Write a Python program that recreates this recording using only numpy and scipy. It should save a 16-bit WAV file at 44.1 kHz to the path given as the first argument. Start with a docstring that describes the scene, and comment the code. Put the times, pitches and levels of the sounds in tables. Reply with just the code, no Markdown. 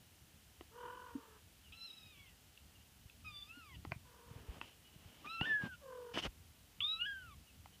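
"""A small carpeted room, heard through the microphone of a hand-held phone.
Young kittens mew four times, their mouths sweeping over the harmonics of tiny vocal folds, with faint
peeps farther off; their mother answers with soft trills, rolled by her fluttering larynx.
Claws tick on a hollow box. Right at the microphone, paws and hand thud and fur and cloth brush by.
The phone's own hiss and a low handling rumble lie underneath."""
import sys
import numpy as np
from scipy import signal
from scipy.fft import rfft, irfft, next_fast_len
from scipy.io import wavfile
from scipy.ndimage import map_coordinates

SR = 44100
rng = np.random.default_rng(int(sys.argv[2]) if len(sys.argv) > 2 else 0)


def store_wav(level_fs):
    """Save 16-bit WAV to argv[1]."""
    pcm = np.round(np.clip(np.atleast_2d(level_fs), -1, 1) * 32767)
    wavfile.write(sys.argv[1], SR, pcm.T.astype(np.int16))


N = 343980
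TIME = np.arange(N) / SR


def mew(curve, gesture, mouth_width_hz=200, usual_hz=1330, firm_db=-42, catch_s=0.011, release_s=0.0094):
    """Tiny vocal folds sing through a mouth whose resonance sweeps the harmonics as it opens and shuts."""
    # The colour of a kitten's throat. Each row: frequency in Hz, gain in dB.
    throat = [(900, 5.2), (1700, 2.5), (2200, -9), (2800, 4.1), (3800, 2.0), (4400, -11), (4850, -4),
              (5350, -3), (5800, -22), (7000, -35)]
    # The voice cracks as it starts, jumps or gives out.
    # Each row: time in seconds, rasp level in dB, half-width in seconds.
    cracks = [(1.731, -58.5, .018), (1.902, -66, 0.0092), (2.17, -67, 0.023), (2.28, -69, 0.023),
              (3.759, -60, .016), (5.451, -50.5, .012), (5.512, -58, 0.027), (5.745, -63, 0.02),
              (6.806, -35, 0.0053), (7.015, -49.5, 0.008), (7.057, -55, 0.0082)]
    at, gate, (hz, db) = trace(curve, fade=0.00201)
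    count, t = len(at), at / SR
    widest_s, opening, closing, wide_hz, shut_hz, own_slope_db, facing_db = gesture
    gape = swell(t, widest_s, opening, closing)
    mouth_hz = shut_hz + (wide_hz - shut_hz) * gape
    # a high voice is purer; the folds slacken and buzz as the air runs out
    last_buzz_db = 4 * swell(t, t[-1], 0.032, 0.032)
    slope_db = own_slope_db - 3.5 * np.log2(hz / usual_hz) + last_buzz_db
    # the folds flap unevenly before they lock, and a weak voice wavers more than a firm one
    unsettled = 0.03 * np.exp(-np.arange(count) / SR / catch_s)
    frail = 1.5 + 0.06 * np.maximum(firm_db - db, 0)
    waver = 0.0053 * wander(count, 45.06) + frail * 0.00342 * wander(count, 108.8)
    jitter = (frail * 0.0027 + unsettled) * wander(count, 700)
    hz = hz * (1 + waver + jitter)
    phase = 2 * np.pi * np.cumsum(hz) / SR
    # the highest overtones beam forward, so they depend on where the kitten faces
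    beam = [(4000, -0.5), (4400, facing_db), (5200, facing_db), (5700, -5.5)]
    voice = 0
    for k in np.arange(1, 6):
        mouth = 1 / np.hypot(1, 2 * (k * hz - mouth_hz) / mouth_width_hz)
        muffle_db = -8 * (1 - gape) * (k >= 4)  # a shut mouth dulls the top
        shimmer_db = k * frail * 0.4561 * wander(count, 127.3)
        strength = undb(db + muffle_db + slope_db * np.log2(k) + shimmer_db)
        shaping = mouth * gain_at(k * hz, throat) * gain_at(k * hz, beam)
        voice += np.sqrt(2) * strength * shaping * np.sin(k * phase)
    # air rasps through the folds: more in a loud voice or a wide mouth, most at the cracks
    air = noise(count, [(1000, -54), (2200, 3), (2750, 23), (3500, 14),
                        (4100, -41), (5500, -32), (8000, -29)])
    rasp = undb(-74.5 + 0.27 * (db + 40) + 5.5 * gape)
    rasp += sum(undb(crack_db) * swell(t, s, width, width) for s, crack_db, width in cracks)
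    release = 1 - np.exp((t - t[-1]) / release_s)
    out = np.zeros(N)
    out[at] = gate * (release * voice + rasp * air)
    return out


def kittens():
    """Four mews, the mouth opening and shutting once for each."""
    # Pitch and effort through each mew. Each row: time in seconds, pitch in Hz, level at the folds in dB.
    first = [(1.722, 1259, -53), (1.763, 1342, -53.5), (1.856, 1357, -45.5), (1.892, 1280, -60.5),
             (1.947, 1320, -56), (2.108, 1250, -59.5), (2.134, 1173, -62.5), (2.229, 1100, -61.5),
             (2.345, 930, -78.5)]
    second = [(3.246, 1274, -45), (3.279, 1251, -41.5), (3.33, 1190, -45), (3.385, 1169, -47.5),
              (3.45, 1168, -53), (3.535, 1388, -49), (3.585, 1450, -47.5), (3.67, 1186, -50),
              (3.764, 928, -54.5)]
    third = [(5.245, 1137, -45), (5.303, 1303, -27.5), (5.355, 1350, -26), (5.405, 1316, -31),
             (5.432, 1495, -30), (5.453, 1495, -28), (5.459, 1806, -25.5), (5.525, 1735, -29.5),
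             (5.575, 1688, -40), (5.70, 1557, -57.5), (5.755, 1387, -52)]
    fourth = [(6.805, 1322, -36), (6.82, 1093, -34.5), (6.842, 1188, -35), (6.93, 1301, -32.5),
              (6.993, 1333, -36), (7.013, 1444, -33.5), (7.05, 1473, -33), (7.066, 1677, -28),
              (7.183, 1535, -44), (7.258, 1430, -50), (7.348, 1048, -49)]
    # The mouth in each mew. Each row: widest moment, opening and closing times in seconds, resonance
    # wide and shut in Hz, source slope in dB per octave, treble gain toward the microphone in dB.
    mouths = [(1.842, 0.15, 0.29, 3820, 1920, 3.5, 6), (3.39, 0.091, 0.11, 3650, 2140, -4, 17),
              (5.304, 0.032, 0.17, 3530, 1514, -8, 1.5), (6.909, 0.152, 0.13, 3900, 1870, -3.5, -3)]
    return sum(mew(curve, gesture) for curve, gesture in zip([first, second, third, fourth], mouths))


def trill(curve, own_rough, roll_hz=42.53, full_voice_db=-56, husk_db=-4, nasal_db=-19):
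    """A closed-mouth call, briefly pinched and bent by each purring flutter of the larynx."""
    # The colours of the mother's throat, mouth nearly shut, and of the thin ring of her nose.
    # Each row: frequency in Hz, gain in dB.
    throat = [(250, -16), (420, -7), (580, -9.5), (750, -29), (960, -3), (1200, -3.5), (1350, -15.5),
              (1500, -9.5), (1750, -11.5), (2000, -30), (3000, -37), (5000, -53)]
    nose = [(2000, -33), (2750, -3), (3000, 9), (3250, -3), (4000, -29), (6000, -55)]
    at, gate, (hz, db, open_db) = trace(curve, fade=0.017)
    count = len(at)
    # a trill roughens as it weakens
    weakness_db = np.maximum(full_voice_db - db - np.maximum(open_db, 0), 0)
    rough = np.minimum(own_rough + 0.045 * weakness_db, 1)
    roll = 2 * np.pi * np.cumsum(roll_hz * (1 + 0.2 * rough * wander(count, 60))) / SR
    # the pinch is short, and blurs away where the voice is rough
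    depth = np.clip(1.05 - rough, 0.3, 0.9)
    pinch = depth * np.cos(roll / 2) ** 4
    late_pinch = 0.7 * depth * np.cos((roll - 1.1) / 2) ** 4
    jitter = 0.0556 * rough * wander(count, 500)
    hz = hz * (1 + 0.028 * np.sin(roll) + jitter)
    phase = 2 * np.pi * np.cumsum(hz) / SR
    hum = np.sqrt(2) * np.sin(phase) * undb(db + 5 * rough * wander(count, 120))
    overtones = 0
    for k in np.arange(2, 6):
        strength = gain_at(k * hz, throat) * undb(1.5 * wander(count, 105.6))
        overtones += np.sqrt(2) * strength * np.sin(k * phase + rng.uniform(0, 2 * np.pi))
    husk = undb(husk_db) * np.sqrt(rough) * noise(count, throat)
    nasal = undb(nasal_db) * noise(count, nose)
    upper = undb(db + open_db) * (overtones + husk + nasal)
    out = np.zeros(N)
    out[at] = gate * (hum * (1 - late_pinch) + upper * (1 - pinch))
    return out


def mother():
    """Three soft trills, each with a roughness of its own."""
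    # One curve a trill. Each row: time in seconds, pitch in Hz, level in dB,
    # mouth opening as overtone gain in dB.
    curves = [
        [(.715, 433, -67, 1), (.775, 487.7, -59, 4), (.85, 489.4, -53.5, 7.5), (.98, 497, -63.5, 11.5),
         (1.10, 485, -67.5, 15), (1.15, 465, -64.5, 5.5), (1.39, 423, -72, 5)],
        [(4.05, 501, -81.5, 12), (4.19, 480.4, -72, 5.5), (4.38, 468, -72, 4.5), (4.6, 427, -72, -3)],
        [(5.81, 587, -73, 1), (5.85, 542.4, -54.5, -9), (5.91, 510, -52.5, -2), (5.97, 500.4, -50.5, -6),
         (6.135, 472.5, -54.5, -3.5)],
    ]
    # The roughness of each trill at full voice, from 0 to 1.
    roughness = [.36, .8, .33]
    return sum(trill(curve, rough) for curve, rough in zip(curves, roughness))


def claw_ticks(weight_hz=450, edge_hz=2800, edge_width_hz=700, contact_s=0.00068):
    """Short taps on the box: a heavy one wakes its lowest mode, a claw tip the high ones."""
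    # The taps. Each row: start in seconds, then peak level, bass weight and bright edge in dB.
    taps = [(0.6095, -39, 6.5, -8.5), (2.5754, -48, -5, 35), (3.0981, -48.5, -8, 24),
            (3.8498, -35.5, 0.5, -19), (3.9196, -28, -11, -9.5), (4.6137, -29.5, -5.5, -0.5),
            (5.4117, -25.5, 1, -5), (6.174, -26, 0.5, -4), (6.186, -28.5, -14, 4), (7.6585, -43, -19, -16)]
    # The modes of the box. Each row: frequency in Hz, gain in dB, seconds to die away by 60 dB.
    box_modes = [(320, -4, 0.022), (767, -6.5, 0.025), (995, -1.5, 0.011), (1440, -8.5, 0.016),
                 (1922, 0, 0.0092), (2790, 1, 0.015), (3100, 8, 0.004), (4570, -0.5, 0.0021)]
    out, t = np.zeros(N), TIME[:4096]
    hz, mode_db, t60 = np.transpose(box_modes)[:, :, None]
    edge = 1 / (1 + ((hz - edge_hz) / edge_width_hz) ** 2)
    attack = 1 - np.exp(-t / contact_s)
    decay = np.exp(-np.log(1000) * t / t60)
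    for s, db, weight_db, edge_db in taps:
        detune, turn = rng.standard_normal((2, len(box_modes), 1))
        gains = undb(mode_db + weight_db * (hz < weight_hz) + edge_db * edge)
        swings = np.sin(2 * np.pi * hz * (1 + 0.074 * detune) * t + np.pi * turn)
        ring = attack * np.sum(gains * decay * swings, axis=0)
        add(out, s, undb(db) * ring / np.abs(ring).max())
    return out


def thuds(rise_cycles=0.5, boom_hz=270, boom_rise_s=0.00748):
    """Padded blows swell and die within a few slow cycles; the hollow box booms for a few more."""
    # Soft blows of paws and hand. Each row: start in seconds, peak level in dB, pitch in Hz.
    blows = [(3.053, -47.5, 84.5), (3.869, -42, 100), (3.892, -45, 121), (3.916, -35.5, 121),
             (3.96, -41, 106), (4.31, -45, 121), (4.358, -41.5, 100), (4.484, -36.5, 53.6),
             (4.959, -47.5, 118), (5.055, -50, 99), (5.4108, -30.5, 139), (5.635, -33.5, 174),
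             (6.268, -38.5, 54.4)]
    # Padded bumps on the box. Each row: start in seconds, peak level in dB.
    bumps = [(1.150, -35.5), (1.175, -49), (3.569, -53), (5.648, -49), (6.157, -53)]
    out, t = np.zeros(N), TIME[:8192]
    dead = [(s, db, hz, rise_cycles / hz) for s, db, hz in blows]
    hollow = [(s, db, boom_hz, boom_rise_s) for s, db in bumps]
    for s, db, hz, rise in dead + hollow:
        push = (t / rise * np.exp(1 - t / rise)) ** 2
        add(out, s, undb(db) * push * np.cos(2 * np.pi * hz * (t - rise)))
    return out


def brushing(grain_db=2, slip_db=1):
    """Fur and cloth pass close to the microphone, their fibres catching and letting go in tiny slips."""
    # The strokes. Each row: fastest moment in seconds, level in dB, rise and fall in seconds,
    # brightness in dB.
    strokes = [(3.915, -59, .004, 0.016, -20), (4.37, -64.5, 0.081, 0.099, -8),
               (4.565, -60, 0.093, 0.046, -7), (4.629, -60.5, .02, 0.092, 5), (5.2, -66, 0.3, 0.21, 0),
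               (5.265, -55, 0.018, 0.015, -7), (5.435, -53, 0.025, 0.11, -5),
               (5.655, -49, 0.043, 0.022, -11.5), (6.144, -45, 0.0058, 0.027, 4),
               (6.168, -44, .006, 0.0064, -12), (6.188, -41, 0.014, 0.018, 8.5),
               (6.241, -44, 0.021, 0.018, 9), (6.26, -39.5, 0.012, 0.012, -10)]
    # The colours of a stroke's dull body and bright edge. Each row: frequency in Hz, gain in dB.
    body_colour = [(40, -18), (130, 6.5), (280, 6.5), (450, 1), (900, 0), (1700, -5), (2500, -9),
                   (4000, -17), (9000, -38)]
    edge_colour = [(900, -41.5), (2300, -13), (3000, 2.5), (3450, -9), (3900, -18), (5500, -16),
                   (7500, -27.5), (11000, -34.5), (15000, -58)]
    body_power, edge_power = np.zeros(N), np.zeros(N)
    for s, db, rise, fall, bright_db in strokes:
        near = (TIME > s - 3 * rise) & (TIME < s + 3 * fall)
        edge_ratio = undb(bright_db - 4) ** 2
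        power = (undb(db) * swell(TIME[near], s, rise, fall)) ** 2 / (1 + edge_ratio)
        body_power[near] += power
        edge_power[near] += power * edge_ratio
    slips = rng.standard_normal(N) * undb(grain_db * wander(N, 2500) + slip_db * wander(N, 200))
    body = np.sqrt(body_power) * unit(colour(slips, body_colour))
    edge = np.sqrt(edge_power) * unit(colour(slips, edge_colour))
    return body + edge


def peeps(jitter=0.038):
    """Faint hoarse squeaks far from the microphone, each one wavering whistle."""
    # The squeaks. Each row: start and length in seconds, first and last pitch in Hz, level in dB.
    squeaks = [(1.627, 0.084, 3100, 2820, -66), (2.743, .035, 2870, 2810, -66.5),
               (2.787, 0.051, 2830, 2970, -72), (4.83, 0.074, 2950, 2960, -68),
               (4.918, 0.061, 2980, 2820, -69), (7.453, 0.077, 2950, 2550, -69.5),
               (7.72, .05, 3020, 2990, -68.5)]
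    out = np.zeros(N)
    for s, length, start_hz, end_hz, db in squeaks:
        count = int(length * SR)
        hz = np.linspace(start_hz, end_hz, count) * (1 + jitter * wander(count, 995))
        whistle = np.sin(2 * np.pi * np.cumsum(hz) / SR)
        add(out, s, undb(db) * np.sqrt(2 * np.hanning(count)) * whistle)
    return out


def room(x, wet_db=-20, t60=0.13, first_echo_s=0.0058):
    """Carpet and furniture leave only a short, faint tail."""
    t = TIME[:16384]
    tail = noise(len(t), [(80, -4), (400, -0.5), (3500, 3), (9000, -9.5)])
    tail *= np.exp(-np.log(1000) * t / t60) * (t > first_echo_s)
    return x + undb(wet_db) * signal.fftconvolve(x, tail / np.linalg.norm(tail))[:N]


def phone_noise(hiss_db=-67, sheen_db=-77, rumble_db=-68, sway_db=3.5):
    """Microphone hiss, with a faint sheen near 3 kHz, over a rumble that grows as the phone moves."""
    # The colour of the hiss. 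Each row: frequency in Hz, gain in dB.
    hiss_colour = [(120, -36), (200, 2), (258, -1), (320, -1.5), (363, -5), (443, -4.5), (570, -6.5),
                   (734, -5), (1090, -8.5), (1200, -9), (1360, -7), (4980, -9), (15000, -12)]
    # The phone is jostled in the hand. Each row: time in seconds, level in dB, half-width in seconds.
    jostles = [(1.2, -70, 0.31), (3.88, -60, 0.16), (4.5, -58.5, 0.2), (6.28, -62.5, 0.16),
               (7.35, -69.5, 0.64)]
    rumble = noise(N, [(20, -28), (35, -12.5), (50, -5), (80, -0.5), (120, -8.5),
                       (170, -10.5), (260, -19), (800, -50), (3000, -73)])
    jostle_power = sum((undb(db) * swell(TIME, s, width, width)) ** 2 for s, db, width in jostles)
    handling = np.sqrt(undb(rumble_db) ** 2 + jostle_power) * undb(sway_db * wander(N, 17))
    sheen = noise(N, [(1800, -26), (2600, -6), (3000, -2), (3400, -8), (4200, -15), (6000, -46)])
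    return undb(hiss_db) * noise(N, hiss_colour) + undb(sheen_db) * sheen + handling * rumble


def undb(db):
    """Decibels to gain."""
    return 10 ** (np.asarray(db) / 20)


def unit(x):
    """Scale to an rms of one."""
    return x / np.std(x)


def gain_at(hz, points):
    """Gain of a (Hz, dB) colour at any frequency."""
    f, db = np.transpose(points)
    return undb(np.interp(np.log(hz + 1), np.log(f), db))


def colour(x, points):
    """Filter a sound with a (Hz, dB) colour."""
    size = next_fast_len(len(x))
    gains = gain_at(np.fft.rfftfreq(size, 1 / SR), points)
    return irfft(rfft(x, size) * gains, size)[:len(x)]


def noise(count, points):
    """Coloured noise, rms one."""
    return unit(colour(rng.standard_normal(count), points))


def wander(count, rate):
    """A smooth random drift that takes a new value rate times a second."""
    steps = np.arange(count) * rate / SR
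    return map_coordinates(rng.standard_normal(4096), [steps], order=3, mode="wrap")


def swell(t, peak_s, rise, fall):
    """A smooth hump that reaches one at peak_s."""
    return np.exp(-((t - peak_s) / np.where(t < peak_s, rise, fall)) ** 2)


def trace(curve, fade):
    """The sample positions a curve spans, a soft gate and its columns at each sample."""
    s, *columns = np.transpose(curve)
    at = np.arange(int((s[0] - fade / 2) * SR), int((s[-1] + fade / 2) * SR))
    t = at / SR
    gate = np.clip(np.minimum(t - t[0], t[-1] - t) / fade, 0, 1)
    return at, gate, [np.interp(t, s, column) for column in columns]


def add(out, s, sound):
    """Mix a short sound in at time s."""
    i = int(s * SR)
    out[i:i + len(sound)] += sound[:N - i]


def scene():
    """Cats and claws sound out in the room; thuds and brushing are right at the microphone."""
    in_room = room(kittens() + peeps() + mother() + claw_ticks())
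    return (in_room + thuds() + brushing() + phone_noise())[None]


def record(dry, bottom_hz=36, top_hz=15400):
    """The phone cuts the deepest bass and the top of the treble."""
    lean = signal.sosfilt(signal.butter(2, bottom_hz, "highpass", fs=SR, output="sos"), dry)
    return signal.sosfilt(signal.ellip(12, 0.1, 70, top_hz, fs=SR, output="sos"), lean)


dry = scene()
out = record(dry)
store_wav(out)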